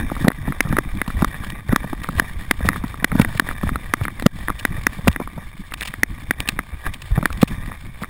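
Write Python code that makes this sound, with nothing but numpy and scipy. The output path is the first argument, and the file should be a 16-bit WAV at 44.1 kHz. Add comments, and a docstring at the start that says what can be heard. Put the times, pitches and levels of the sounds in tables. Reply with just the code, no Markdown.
"""In grass, a small camera in a plastic shell is strapped to a running dog; one microphone hears contact sound.
Knocks in the mount excite decaying shell modes, strides thump and shake the mount as low-pitched swings and sway,
and fur, strap and stalks rub and scrape as noise filtered by the shell.
The gain dips after big blows; the sound is sampled coarsely, overloads, and each sample is held,
mirroring it into the treble."""
import sys
import numpy as np
from scipy import signal
from scipy.fft import rfft, irfft
from scipy.io import wavfile
from scipy.ndimage import uniform_filter1d

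SR = 44100
rng = np.random.default_rng(int(sys.argv[2]) if len(sys.argv) > 2 else 0)


def store_wav(level_fs):
    """Save 16-bit WAV to argv[1]."""
    pcm = np.round(np.clip(np.atleast_2d(level_fs), -1, 1) * 32767)
    wavfile.write(sys.argv[1], SR, pcm.T.astype(np.int16))


def field_ratio(decibels):
    """Amplitude ratio for a level in dB (20 dB per decade); scalars and array-likes work."""
    return 10 ** (np.asarray(decibels, dtype=float) / 20)


N = 356769  # length [samples]

# rubbing between strides; the dog trots, slows at the fence, then noses along it:
# (time [s], relative level [dB])
PACE = [(0.0, -46.5), (1.3, -42.5), (2.4, -44.5), (4.9, -45), (5.5, -51.5), (6.3, -47.5), (7.0, -51.5),
        (7.4, -43.5), (8.09, -51.5)]
# each stride drags fur and strap over the shell; a negative lift is a lull in mid-leap:
# (time of the hardest rub [s], lift above the pace [dB])
STRIDES = [(0.0, 15.5), (0.219, 11.5), (0.467, 7), (0.7, 7.5), (1.2, 6), (1.65, -11.5), (1.72, 11),
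           (2.19, 9), (2.679, 16), (3.212, 20), (3.47, 7), (3.671, 8), (4.06, -2.5), (4.78, 3.5),
           (5.104, 14.5), (5.407, 9.5), (6.419, 9), (6.867, 17.5), (7.158, 13), (7.507, 6.5), (7.68, 8),
           (8.03, 3)]
# spectrum of the swaying mount: (frequency [Hz], relative density [dB per Hz])
SWAY_SPECTRUM = [(15, 3), (40, 3.5), (100, -3), (200, -7), (320, -16.5), (600, -62)]
# spectrum of the rustle: (frequency [Hz], relative density [dB per Hz])
RUSTLE_SPECTRUM = [(500, -55), (1000, 5), (2500, 14), (4000, 12.5), (5500, 3), (6000, -10.5)]
# modes of the plastic shell: (frequency [Hz], relative level [dB], own 60 dB decay time [s])
SHELL_MODES = [(437, 8.5, 0.0059), (696, -12.5, 0.033), (1206, 3.5, 0.023), (1741, 5, 0.014),
               (1903.4, 6.5, 0.018), (2320, 7, 0.014), (3657, 5, 0.014), (5500, 1, 0.006)]
# the camera knocks against its shell: (time [s], relative level [dB], pitch of the struck spot [Hz])
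KNOCKS = [(0.0994, -21.5, 1260), (0.165, -21, 1100), (0.247, -20, 970), (0.271, -33, 1000),
          (0.2819, -5, 1840), (0.3024, -12, 1410), (0.3168, -14.5, 1550), (0.5223, -18.5, 1376),
          (0.6055, -3.5, 1690), (0.671, -25, 1200), (0.7254, -17.5, 1340), (0.7672, -11, 1370),
          (0.7859, -7.5, 1470), (1.0157, -9.5, 1600), (1.102, -21, 1230), (1.221, -12, 1030),
          (1.245, -3.5, 1300), (1.436, -25.5, 1320), (1.692, -24, 1560), (1.7248, -19, 1390),
          (1.7602, -4, 1404), (1.9295, -19.5, 880), (2.0433, -21.5, 1390), (2.0878, -14, 1120),
          (2.197, -3.5, 1540), (2.5107, -2, 1625), (2.6492, -24, 870), (2.6877, -5, 1450),
          (2.731, -21.5, 1500), (2.7597, -18.5, 1390), (2.9417, -22, 1156), (3.0438, -2, 1680),
          (3.1168, -17.5, 1424), (3.1969, -13, 1290), (3.217, -9, 1510), (3.2474, -7, 1620),
          (3.3968, -2.5, 1510), (3.4885, -16, 1620), (3.511, -18.5, 1280), (3.632, -23, 1100),
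          (3.691, -15, 1380), (3.7571, -12.5, 1250), (3.9372, -4.5, 1476), (4.012, -24.5, 1360),
          (4.052, -16.5, 1460), (4.0812, -17.5, 1440), (4.197, -26, 1530), (4.2232, -10.5, 780),
          (4.2632, -0.5, 1430), (4.483, -13.5, 1480), (4.495, -18, 1000), (4.5012, -11.5, 1220),
          (4.6509, -5, 1680), (4.8673, -3, 1580), (5.0731, -12, 1127), (5.0802, -7, 1440),
          (5.1609, -15.5, 1630), (5.211, -31, 1004), (5.2741, -21, 1040), (5.7205, -24.5, 1430),
          (5.8177, -22, 1920), (5.8283, -28, 2030), (5.8831, -34, 2070), (5.905, -38, 1560),
          (5.9384, -21, 1550), (6.0326, -3.5, 1750), (6.3086, -6, 1760), (6.4035, -18.5, 2450),
          (6.4888, -13.5, 2740), (6.5899, -11, 1510), (6.8652, -18.5, 1420), (7.1775, -21, 970),
          (7.188, -24, 1100), (7.227, -16.5, 1119), (7.256, -5.5, 1560), (7.303, -21, 1150),
          (7.429, -4, 1110), (7.717, -23, 1000), (8.0346, -20.5, 1370), (8.043, -24, 1390)]
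# strides push the whole mount: (time of the main swing [s], relative peak level [dB], pitch [Hz])
THUMPS = [(0.12, -20, 239), (0.231, -24, 75), (0.249, -9.5, 193), (0.26, -22, 218), (0.2836, -1.1, 219),
          (0.482, -17.5, 197), (0.6562, -20, 139), (0.732, -15, 204), (0.7873, -14, 328),
          (1.082, -20.5, 185), (1.16, -19.5, 44.4), (1.176, -19.5, 75), (1.214, -20.5, 72),
          (1.2271, -8, 204), (1.6972, -17, 95), (1.733, -9, 216), (1.846, -24, 201), (1.9334, -20, 278),
          (2.094, -20.5, 176), (2.18, -19, 78), (2.224, -22, 186), (2.367, -24.5, 64.6), (2.61, -25, 198),
          (2.637, -20, 63.6), (2.655, -17, 178), (2.677, -22, 95), (2.702, -18, 200), (2.843, -17.5, 211),
          (3.029, -24, 187), (3.128, -17.5, 172), (3.156, -11, 213), (3.2003, -1, 187), (3.215, -8, 88),
          (3.357, -24, 136), (3.424, -24, 200), (3.638, -15, 196), (3.669, -26, 70), (4.0186, -17.5, 105),
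          (4.2648, 2, 202), (4.784, -25, 131), (4.993, -25, 145), (5.076, -14.5, 234), (5.085, -3.5, 169),
          (5.0975, -8, 73), (5.203, -21.5, 286), (5.218, -24.5, 207), (5.383, -24.5, 157),
          (6.736, -26.5, 66), (7.116, -20, 101), (7.127, -13.5, 42.7), (7.1821, -11, 132),
          (7.232, -21, 218), (7.348, -24.5, 49.4), (7.4327, 0, 193), (7.532, -29, 69.4), (8.024, -25, 175)]
# stalks and strap scrape across the shell:
# (time of the middle [s], relative level [dB], length at half amplitude before limits [s])
SCRAPES = [(0.224, -42, 0.0058), (0.69, -46, 0.008), (1.081, -37, 0.005), (1.214, -40, 0.0061),
           (1.502, -39.5, 0.0056), (2.038, -40, 0.0091), (2.183, -39.5, 0.026), (2.665, -39.5, 0.015),
           (3.217, -16, 0.006), (3.377, -40, 0.007), (4.042, -40, 0.012), (4.476, -40, 0.0027),
           (4.597, -42.5, 0.013), (4.937, -49.5, 0.042), (5.081, -20.5, 0.0067), (5.128, -33, 0.0054),
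           (5.741, -26, 0.0057), (5.792, -46, 0.03), (5.81, -34, 0.0037), (5.829, -28.5, 0.0078),
           (5.858, -36, 0.013), (5.879, -30, 0.011), (5.909, -46, 0.0046), (5.939, -41, 0.0069),
           (6.404, -25.5, 0.0016), (6.478, -28, 0.003), (6.49, -23, 0.0073), (6.868, -36.5, 0.0086),
           (6.942, -38, 0.01), (7.022, -41, 0.0085), (7.328, -32, 0.003), (7.483, -29.5, 0.011)]

CALM_DB = -43  # reference point on the scale of motion
LOAD_S, RELAX_S = 0.029, 0.044  # the rub builds, then eases off
# the rubbed wall's resonance: pitch at CALM_DB, width of each pole, share lost when pressed hard, share of drift
RUB_HZ, RUB_WIDTH_HZ, RUB_SAG, RUB_DRIFT = 1870, 273, 0.12, 0.073
# low modes: under a free knock, under a thump that lands within about PRESS_S
LOOSE_DB, PRESSED_DB, PRESS_S = -3, 1.5, 0.032
# after every knock the mount springs back, weaker and a little later
RECOIL_DB, RECOIL_HZ, RECOIL_S = -16, 235.5, 0.00402
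# gain control: threshold, share of the excess taken away, fall of the level follower
DUCK_FROM_DB, DUCK_SHARE, FOLLOWER_FALL_DB_PER_S = -12.5, 0.81, 190
HELD_RATE = 12000  # coarse sampling rate [Hz]


def evened(x):
    """Normalisation: scales a signal to unit rms."""
    return x / np.sqrt(np.mean(x ** 2) + 1e-20)


def add(mix, s, sound):
    """Superposition: adds a sound to the mix from time s."""
    part = mix[max(round(s * SR), 0):][:len(sound)]
    part += sound[:len(part)]


def coloured(x, points):
    """Linear filtering: weights the spectrum by a table, at unit rms."""
    table_hz, level_db = np.transpose(points)
    hz = np.fft.rfftfreq(len(x), 1 / SR)
    gain = field_ratio(np.interp(np.log(hz + 1), np.log(table_hz), level_db))
    return evened(irfft(rfft(x) * gain, len(x)))


def lumps(seconds):
    """Low-pass noise: twice-averaged chance of unit rms, with lumps of about this length."""
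    size = max(round(seconds * SR), 1)
    once = uniform_filter1d(rng.standard_normal(N), size)
    return evened(uniform_filter1d(once, size))


def resonate(x, hz, width):
    """Heterodyning: shifts a moving resonance to zero frequency, filters by two poles, shifts back."""
    turn = np.exp(2j * np.pi * np.cumsum(hz) / SR)
    r = np.exp(-np.pi * width / SR)
    once = signal.lfilter([1 - r], [1, -r], x / turn)
    twice = signal.lfilter([1 - r], [1, -r], once)
    return 2 * (turn * twice).real


def shell(force):
    """Modal convolution: a sliding force rings all shell modes but the two lowest."""
    hz, level_db, t60 = np.transpose(SHELL_MODES[2:])[:, :, None]
    t = np.arange(1200) / SR
    ring = (field_ratio(level_db - 60 * t / t60) * np.sin(2 * np.pi * hz * t)).sum(0)
    return signal.oaconvolve(force, ring / np.linalg.norm(ring))[:len(force)]


def motion():
    """Amplitude envelope: the dog's effort in dB is the pace plus one exponential swell per stride."""
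    t = np.arange(0, N + 100, 100) / SR
    s, lift_db = np.transpose(STRIDES)[:, :, None]
    swell_db = lift_db * np.exp(-abs(t - s) / np.where(t < s, LOAD_S, RELAX_S))
    level_db = np.interp(t, *np.transpose(PACE)) + swell_db.sum(0)
    return np.interp(np.arange(N) / SR, t, level_db)


def rubbing(motion_db):
    """Friction noise: hiss and ticks drive shell and wall resonance; rustle and soft bumps join them."""
    effort_db = motion_db - CALM_DB
    grain_db = 2.2 * lumps(.005)
    hiss = rng.standard_normal(N) * field_ratio(grain_db + 1.2 * lumps(0.041))
    size = field_ratio(7 * np.minimum(rng.exponential(1, (2, N)), 2.5))
    size *= rng.random((2, N)) < [[240 / SR], [110 / SR]]  # ticks and bumps per second
    ticks = signal.oaconvolve(size[0], signal.windows.hann(16))[:N]
    bump = signal.gausspulse(np.arange(-300, 300) / SR, 750, 1.1)
    bumps = signal.oaconvolve(size[1], bump)[:N]
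    press = np.tanh(effort_db / 6)
    force = evened(hiss) + field_ratio(-5.5) * evened(ticks)
    wall_hz = RUB_HZ * (1 - RUB_SAG * press + RUB_DRIFT * lumps(0.028))
    wall = evened(resonate(force, wall_hz, RUB_WIDTH_HZ))
    through = evened(evened(shell(force)) + field_ratio(-6.5) * wall)
    flicks_db = 7 * np.maximum(lumps(.006) - 1, 0)  # single stalks flick past
    swish_db = -9.0 + flicks_db + 2.0 * lumps(0.042) - 0.35 * effort_db
    swish = field_ratio(swish_db) * coloured(hiss, RUSTLE_SPECTRUM)
    soft = field_ratio(6 * press - 12.0) * evened(bumps)  # rises fastest with motion
    return field_ratio(motion_db + 3.5) * (through + swish + soft)


def shaking(motion_db):
    """Random vibration: the loose mount sways as low noise, more in hard motion, with brief quick jiggles."""
    effort_db = motion_db - CALM_DB
    uneven_db = 4 * np.tanh(lumps(0.024)) + 4 * np.tanh(lumps(0.027))
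    level_db = -29 + 9 * np.tanh(effort_db / 8) + uneven_db
    sway = coloured(rng.standard_normal(N), SWAY_SPECTRUM)
    slow = signal.sosfiltfilt(signal.butter(2, 130, fs=SR, output="sos"), sway)
    jiggle_db = -2 + .3 * effort_db + 10 * np.tanh(lumps(.012) - .4)
    return field_ratio(level_db) * (slow + field_ratio(jiggle_db) * (sway - slow))


def pressed(s):
    """Static loading: level in dB, on the thumps' scale, of the strongest thump loading the mount at time s."""
    at, peak_db, _ = np.transpose(THUMPS)
    return np.max(peak_db - 20 * ((at - s) / PRESS_S) ** 2)


def knocks():
    """Modal excitation: a knock rings middle modes near its spot; force adds high modes, load low ones."""
    hz, mode_db, t60 = np.transpose(SHELL_MODES)[:, :, None]
    t, out = np.arange(1200) / SR, np.zeros(N)
    chance = rng.standard_normal((len(KNOCKS), 2, len(SHELL_MODES), 1))
    noise = rng.standard_normal((len(KNOCKS), len(t) + 1))
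    cracks = np.diff(uniform_filter1d(noise, size=4))
    envelope = (1 - np.exp(-t / 0.00057)) ** 2  # the contact builds over about a millisecond
    envelope *= 0.19 + 0.65 * np.exp(-(t / 0.0036) ** 4)  # the parts settle together and damp the ring
    for (s, level_db, spot_hz), (detune, slip), crack in zip(KNOCKS, chance, cracks):
        near_db = np.maximum(-45 * np.log2(hz / spot_hz) ** 2, -20)
        near_db -= near_db.max()
        low_db = max(LOOSE_DB, pressed(s) + PRESSED_DB - level_db)
        high_db = 0.41 * level_db - 14.5
        share_db = np.where(hz > 3000, high_db, np.where(hz < 800, low_db, near_db))
        stretch = 1 + .1 * detune.mean() + .012 * detune  # all modes together, then each alone
        swing = np.sin(2 * np.pi * hz * stretch * t + .15 * slip)
        ring = (field_ratio(mode_db + share_db - 60 * t / t60) * swing).sum(0)
        snap = field_ratio(1.9 * level_db + 15 - 60 * t / 0.01) * crack  # broadband crack of the contact
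        add(out, s, field_ratio(level_db + 4.0) * envelope * (ring + snap))
    return out


def thumps():
    """Damped oscillation: dip, main swing, dip and fading wobble; the strap scuffs as a push begins."""
    out, scuff = np.zeros((2, N))
    recoils = [(s + RECOIL_S, level_db + RECOIL_DB, RECOIL_HZ) for s, level_db, _ in KNOCKS]
    for k, (s, peak_db, hz) in enumerate(THUMPS + recoils):
        turns = np.arange(-1, 3, hz / SR)  # cycles from the main swing
        fade = np.exp(-(turns / np.where(turns < 0, .55, .8)) ** 2)
        add(out, s - 1 / hz, field_ratio(peak_db + 6.0) * np.cos(2 * np.pi * turns) * fade)
        if k < len(THUMPS):  # recoils do not scuff
            scuff_db = 0.47 * peak_db - 17.5 + 13.0 * np.log2(hz / 200)  # less in slow pushes
            add(scuff, s - 1 / hz, field_ratio(scuff_db) * np.exp(-((turns + 0.7) / 1.28) ** 2))
    strap = coloured(rng.standard_normal(N), [(250, -25), (450, 21.5), (1300, 14), (2600, -12.5)])
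    return out + scuff * strap


def scrapes():
    """Modulated noise: short bright rasps of uneven grain, partly coloured by the shell."""
    stroke = np.zeros(N)
    for s, level_db, length in SCRAPES:
        length = np.clip(length, .002, .04)
        add(stroke, s - length, field_ratio(level_db) * signal.windows.hann(round(2 * length * SR)))
    stroke *= field_ratio(11 * np.tanh(lumps(0.0004)) + 4 * np.tanh(lumps(0.003)))
    spectrum = [(800, -47), (2500, 9.5), (4500, -1.5), (5600, -2.5), (6000, -49)]
    rasp = coloured(rng.standard_normal(N), spectrum)
    return stroke * rasp + field_ratio(-2.5) * shell(stroke * rng.standard_normal(N))


def scene():
    """Structure-borne sound: all contact sounds reach the one microphone through the shell."""
    motion_db = motion()
    sliding = rubbing(motion_db) + shaking(motion_db)
    return (sliding + knocks() + thumps() + scrapes())[None]


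def ducked(x):
    """Dynamic compression: the gain drops just after a big blow, then recovers steadily in dB."""
    power = abs(uniform_filter1d(x[0] ** 2, size=176, origin=87))  # mean over the past 4 ms
    power_db = 10 * np.log10(power + 1e-12)
    fall = np.arange(N) * FOLLOWER_FALL_DB_PER_S / SR
    followed_db = np.maximum.accumulate(power_db + fall) - fall
    over_db = np.maximum(followed_db - DUCK_FROM_DB, 0)
    return x / field_ratio(DUCK_SHARE * uniform_filter1d(over_db, size=441, origin=220))


def roll_off(x):
    """The treble ends steeply here."""
    return signal.sosfilt(signal.butter(12, 16500, fs=SR, output="sos"), x)


def record(dry):
    """Sampling and aliasing: gain control, coarse sampling, hard overload, every sample held for four."""
    coarse = signal.resample_poly(ducked(dry), HELD_RATE // 300, SR // 300, axis=1)
    overloaded = np.clip(coarse, -1, 1)
    steps = np.repeat(overloaded, 4, axis=1)  # holding leaves mirror images in the treble
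    held = signal.resample_poly(steps, SR // 300, 4 * HELD_RATE // 300, axis=1)
    return roll_off(np.clip(held[:, :N], -1, 1))


dry = scene()
out = record(dry)
store_wav(out)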